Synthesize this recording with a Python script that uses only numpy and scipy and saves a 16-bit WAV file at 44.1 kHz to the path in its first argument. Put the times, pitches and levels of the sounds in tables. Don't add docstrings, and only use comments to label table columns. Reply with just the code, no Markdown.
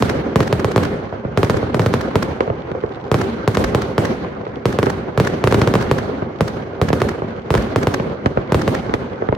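import sys
import numpy as np
from scipy import signal
from scipy.fft import rfft, irfft
from scipy.io import wavfile
from scipy.ndimage import uniform_filter1d, minimum_filter1d

SR = 44100
rng = np.random.default_rng(int(sys.argv[2]) if len(sys.argv) > 2 else 0)


def master_out(mix):
    frames = np.transpose(np.atleast_2d(mix))
    ceiling = np.clip(frames, -1, 1)
    pcm = np.round(ceiling * 32767).astype(np.int16)
    wavfile.write(sys.argv[1], SR, pcm)


N = 413216
N_FFT = 8192
HZ = np.maximum(np.fft.rfftfreq(N_FFT, 1 / SR), 1)
AGE_S = np.arange(N_FFT) / SR


# t/s, charge/dB, echo/dB
NEAR_SHELLS = [(0.0243, 3, 3), (0.3586, 1.5, -3), (0.4052, -1.5, -1), (0.5274, 0, -3), (0.6457, -1.5, -4),
               (0.7614, 2.5, 0), (0.779, -3, -2), (1.3748, 2, -3), (1.4311, -1, -3), (1.498, 0, -3),
               (1.7452, -3.5, -6), (1.7952, 1.5, -6), (1.862, -3, -6), (1.9392, -0.5, -1), (2.1563, 0.5, 3),
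               (3.1158, 0, -8), (3.1434, 3, -1), (3.477, 0.5, 3), (3.5714, 5, 5.5), (3.7483, 1, -1),
               (3.9808, 4, 2), (4.6557, 1.5, -5), (4.7882, -1, -3), (4.8296, -2.5, 1), (5.1763, 2.5, -4),
               (5.2, 1.5, 3), (5.4403, -1, -1), (5.4738, 1.5, 3), (5.5248, -1, -6), (5.5446, 1, 2),
               (5.617, -2, -8), (5.675, -1, -8), (5.7394, -1, -4), (5.754, 1, -3), (5.9134, 1, -2),
               (6.408, 0, -2), (6.8154, 1, -1), (6.9301, 0, -5), (7.018, -1, -1), (7.5052, 3, -2),
               (7.5516, -0.5, -7), (7.7604, 0.5, 0), (7.871, 0.5, 5), (8.5217, -2, -8), (8.5453, 1.5, 0),
               (8.6783, 1, -1)]
# delay/s, level/dB
HOUSE_FACES = [(.0682, -9.5), (.0718, -5.5)]
# f/Hz, level/dB
ECHO_SPECTRUM = [(60, 6.5), (400, 21.5), (900, 18), (1700, 18.5), (2600, 5.5), (6000, 1.5), (9000, -10.5),
                 (16000, -16.5)]

def near_shells(level_db, click_db):
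    out = np.zeros((2, N))
    wall = min_phase(at_hz(ECHO_SPECTRUM, HZ))
    for t, charge_db, echo_db in NEAR_SHELLS:
        shell = min_phase(level_db + near_colour(charge_db, HZ) + casing_tear(spread_db=.8))
        add(out, t, blast(shell, lag_samples=-1, right_db=1, clutter_db=-2.5,
                          roof_s=.008, roof_spread_s=.0011, roof_db=-17))
        detour_s = rng.uniform(0, .002)
        for delay_s, face_db in HOUSE_FACES:
            slap = to_wave(wall * (scatter(t60_s=.026) + from_db(click_db)))
            add(out, t + delay_s + detour_s, from_db(face_db + echo_db) * slap)
    return out


def near_colour(charge_db, hz):
    thump, crack, edge = .79, .98, 1.08
    return charge_db * at_hz([(150, thump), (450, crack), (1200, crack), (5500, edge)], hz)


def casing_tear(spread_db):
    octaves_hz = 100 * 2 ** np.arange(8)
    return np.interp(np.log(HZ), np.log(octaves_hz), spread_db * rng.standard_normal(8))


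# f/Hz, level/dB
BLAST_SPECTRUM = [(25, 2.5), (52, 24), (80, 32.5), (115, 38.5), (165, 35), (230, 29), (290, 26), (430, 36),
                  (780, 22.5), (1050, 26), (1600, 16.5), (5000, 2.5), (8000, -7), (16000, -15.5)]
# f/Hz, Q
SNOW_DISPERSION = [(110, 1.1), (330, 1.2)]
# f/Hz, level/dB
CLUTTER_SPECTRUM = [(40, 15), (100, 21.5), (400, 26.5), (1000, 21), (2500, 10.5), (6000, -3.5), (11000, -9),
                    (16000, -11)]

def blast(shell, lag_samples, right_db, clutter_db, roof_s, roof_spread_s, roof_db):
    front = min_phase(at_hz(BLAST_SPECTRUM, HZ))
    for hz, q in SNOW_DISPERSION:
        pole = 1 - (HZ / hz) ** 2 + 1j * HZ / (hz * q)
        front = front * pole.conj() / pole
    ear_lag_s = np.maximum([[lag_samples], [-lag_samples]], 0) / SR
    ears = delay(ear_lag_s) * from_db([[-right_db / 2], [right_db / 2]])
    clutter = from_db(clutter_db) * min_phase(at_hz(CLUTTER_SPECTRUM, HZ)) * scatter(t60_s=.044)
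    roof = from_db(roof_db) * delay(abs(roof_s + roof_spread_s * rng.standard_normal()))
    return to_wave(shell * (front * ears * (1 + roof) + clutter))


# t/s, level/dB, extra bass/dB, distance/m
FAR_SHELLS = [(1.126, -10, -2, 550), (1.25, -9, 7.5, 550), (1.543, -2, -3, 490), (1.629, -5, 3, 580),
              (2.4063, 3, -12, 190), (2.477, -7.5, -5, 500), (2.501, -0.5, -6, 700), (2.716, -10.5, 1, 230),
              (2.75, -6.5, -10, 800), (2.837, 0, -11.5, 880), (4.2469, -12, -14, 280),
              (4.467, -12, -14, 400), (4.8675, 1, -12, 400), (6.2215, -2.5, -3, 750), (6.9034, -4, 0, 300),
              (7.22, -4.5, -5, 600), (7.5406, -3, -7, 40), (7.999, -6, 1, 230), (8.2597, 4.5, -4, 170),
              (8.3734, 0.5, -8, 390), (8.895, -8.5, -2, 300), (8.9391, 2.5, -3.5, 80),
              (9.222, -2, -16, 700), (9.2882, 1, -4, 530), (9.3254, 4, -11, 670)]

def far_shells(gain_db, lag_samples, spread_samples):
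    out = np.zeros((2, N))
    for t, *report in FAR_SHELLS:
        shell = min_phase(gain_db + far_colour(*report, HZ))
        lag = round(lag_samples + spread_samples * rng.standard_normal())
        add(out, t, blast(shell, lag, right_db=1.5, clutter_db=-.5,
                          roof_s=.0033, roof_spread_s=.0009, roof_db=-10))
    return out


def far_colour(level_db, bass_db, distance_m, hz):
    air_db_per_khz_m = .0105
    air_db = np.minimum(air_db_per_khz_m * distance_m * hz / 1000, 70)
    return level_db + at_hz([(150, bass_db), (450, 0)], hz) - air_db


# f/Hz, half-octave level/dB
TREE_SPECTRUM = [(35, -61), (70, -31.5), (130, -23.5), (400, -29.5), (800, -38.5), (1500, -45), (3000, -53),
                 (6000, -51), (11000, -51), (16000, -58)]
# f/Hz, half-octave level/dB
STREET_SPECTRUM = [(35, -63), (65, -38), (120, -34.5), (280, -29.5), (450, -30), (750, -36), (1500, -37.5),
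                   (2700, -44), (4500, -46), (8000, -57.5), (11000, -69), (15000, -79)]
# f/Hz, T60/s
STREET_DECAY = [(60, 2.02), (400, 1.87), (1500, 1.86), (4000, 1.16), (8000, 0.61), (15000, 0.94)]
# f/Hz, half-octave level/dB
TOWN_SPECTRUM = [(30, -72), (60, -50), (120, -40), (280, -41), (480, -35), (800, -41), (1500, -43),
                 (3000, -57.5), (6000, -67), (10000, -96), (16000, -106)]
# f/Hz, spread/dB
CLUMP_DEPTH = [(120, 1.8), (500, 2.6), (1500, 1.6), (6000, 1.2)]

def street_roll(far_db, initial_db, patchy_db, follow_db_per_db):
    out = np.zeros((2, N))
    white = rng.standard_normal((2, 2, N))
    clumps = drift(70)
    starts = np.clip([round(row[0] * SR) for row in NEAR_SHELLS + FAR_SHELLS], 0, N - 1)
    reach_db = np.r_[np.zeros(len(NEAR_SHELLS)), np.full(len(FAR_SHELLS), far_db)]
    edges_hz = 25 * 2 ** np.arange(0, 9.6, .5)
    for k, (low, high) in enumerate(zip(edges_hz, edges_hz[1:])):
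        hz = np.sqrt(low * high)
        band = bandpass(white[k % 2], low, high)
        shell_db = [near_colour(db, hz) for _, db, _ in NEAR_SHELLS]
        shell_db += [far_colour(*report, hz) for _, *report in FAR_SHELLS]
        energy = np.zeros(N)
        energy[starts] = from_db(reach_db + follow_db_per_db * np.array(shell_db)) ** 2
        energy[0] = from_db(initial_db) ** 2
        trees = reverberate(energy, t60_s=.54, rise_s=.0028)
        streets = reverberate(energy, t60_s=at_hz(STREET_DECAY, hz), rise_s=.026)
        power = from_db(at_hz(TREE_SPECTRUM, hz)) ** 2 * trees
        power += from_db(at_hz(STREET_SPECTRUM, hz)) ** 2 * streets
        power += from_db(at_hz(TOWN_SPECTRUM, hz)) ** 2
        flutter_db = at_hz(CLUMP_DEPTH, hz) * clumps + patchy_db * drift(35)
        out += stereo(*band / band.std(), hz) * np.sqrt(power) * from_db(flutter_db)
    return out


def reverberate(energy, t60_s, rise_s):
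    fall = from_db(-120 / (t60_s * SR))
    rise = np.exp(-1 / (rise_s * SR))
    return signal.lfilter([1 - rise], [1, -fall - rise, fall * rise], energy + 1e-18)


# t/s, length/s, level/dB
STAR_FLURRIES = [(2.812, .29, -34), (4.558, .03, -29), (6.388, .03, -30.5), (9.35, .03, -22)]

def star_flurries(per_s, spread_db):
    rows = []
    for t, length_s, db in STAR_FLURRIES:
        for _ in range(max(1, round(length_s * per_s))):
            rows.append((t, db + spread_db * rng.standard_normal()))
            t += rng.uniform(.5, 1.5) / per_s
    return rows


def stray_charges(per_s, range_db):
    when, faintness = rng.random((2, int(per_s * N / SR)))
    return np.column_stack([when * N / SR, -range_db * np.sqrt(faintness)])


def pops(charges, band_hz, t60_s):
    out = np.zeros((2, N))
    for t, db in charges:
        left_lag_s = rng.integers(0, 24) / SR
        click = delay(np.array([[left_lag_s], [0]]))
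        add(out, t, from_db(db) * to_wave(click + scatter(t60_s)))
    return bandpass(out + 1e-18, *band_hz)


# t/s, peak/dB
BASS_BOOMS = [(3.645, -16), (5.85, -19), (7.572, -12.5)]

def booms(hz, t60_s):
    out = np.zeros((2, N))
    for t, db in BASS_BOOMS:
        envelope = from_db(db - 60 * AGE_S / t60_s)
        add(out, t, envelope[None] * np.sin(2 * np.pi * hz * AGE_S))
    return out


# f/Hz, width/Hz, level/dB
WALL_MODES = [(231.3, 10.7, -5), (400, 30, -5), (509, 39, -14)]

def wall_ring(x):
    return x + sum(from_db(db) * signal.lfilter(*signal.iirpeak(hz, hz / width_hz, fs=SR), x)
                   for hz, width_hz, db in WALL_MODES)


def scatter(t60_s):
    fade = from_db(-60 * AGE_S / t60_s)
    swarm = rng.standard_normal((2, N_FFT)) * fade / np.sqrt(np.sum(fade ** 2))
    return stereo(*rfft(swarm), HZ)


# f/Hz, correlation
EAR_COHERENCE = [(120, 0.91), (280, 0.89), (500, 0.47), (1000, 0)]
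# f/Hz, left minus right/dB
EAR_BALANCE = [(100, -.5), (450, -1), (1250, -3.5), (2400, 0.5), (4400, -5.5), (15000, -3.5)]

def stereo(mid, side, hz):
    coherence = at_hz(EAR_COHERENCE, hz)
    ear = np.array([[1], [-1]])
    pair = np.sqrt((1 + coherence) / 2) * mid + np.sqrt((1 - coherence) / 2) * side * ear
    return pair * from_db(ear * at_hz(EAR_BALANCE, hz) / 2)


def from_db(db):
    return 10 ** (np.asarray(db) / 20)


def at_hz(points, hz):
    f, value = np.transpose(points)
    return np.interp(np.log(hz), np.log(f), value)


def drift(per_s):
    return np.interp(np.arange(N) / SR * per_s, np.arange(N // 20), rng.standard_normal(N // 20))


def min_phase(db):
    cepstrum = irfft(np.log(from_db(db)))
    cepstrum[1:N_FFT // 2] *= 2
    cepstrum[N_FFT // 2 + 1:] = 0
    return np.exp(rfft(cepstrum))


def delay(delay_s):
    return np.exp(-2j * np.pi * HZ * delay_s)


def to_wave(spectrum):
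    return irfft(spectrum) * np.clip(4 * (1 - AGE_S / AGE_S[-1]), 0, 1) ** 2


def bandpass(x, low_hz, high_hz):
    return signal.sosfilt(signal.butter(3, [low_hz, high_hz], "band", fs=SR, output="sos"), x)


def add(out, t, sound):
    start = int(np.clip(round(t * SR), 0, N - 1))
    out[:, start:start + sound.shape[1]] += sound[:, :N - start]


def limiter(x, ceiling_db, release_db_per_s):
    over_db = np.maximum(20 * np.log10(np.abs(x).max(axis=0) + 1e-9) - ceiling_db, 0)
    ramp_db = release_db_per_s * np.arange(N) / SR
    cut_db = np.maximum.accumulate(over_db + ramp_db) - ramp_db
    return x * from_db(uniform_filter1d(minimum_filter1d(-cut_db, size=45), size=45))


def scene():
    near = near_shells(level_db=.6, click_db=-4.5)
    far = far_shells(gain_db=1, lag_samples=16.2, spread_samples=5.8)
    roll = from_db(-1.1) * street_roll(far_db=-5.5, initial_db=4, patchy_db=1.68, follow_db_per_db=.88)
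    snaps = from_db(18.5) * pops(star_flurries(per_s=27, spread_db=1.5), band_hz=(750, 3700), t60_s=.02)
    crackle = from_db(-10) * pops(stray_charges(per_s=34, range_db=13), band_hz=(800, 3570), t60_s=.025)
    thuds = from_db(14.5) * pops(stray_charges(per_s=12, range_db=11), band_hz=(320, 720), t60_s=.037)
    return near + far + wall_ring(roll + thuds) + snaps + crackle + booms(hz=58, t60_s=.2)


def record(dry):
    trimmed = signal.sosfilt(signal.butter(3, 40, "high", fs=SR, output="sos"), dry)
    limited = limiter(trimmed, ceiling_db=-.9, release_db_per_s=403)
    return signal.sosfilt(signal.ellip(10, .1, 90, 15800, fs=SR, output="sos"), limited)


dry = scene()
out = record(dry)
master_out(out)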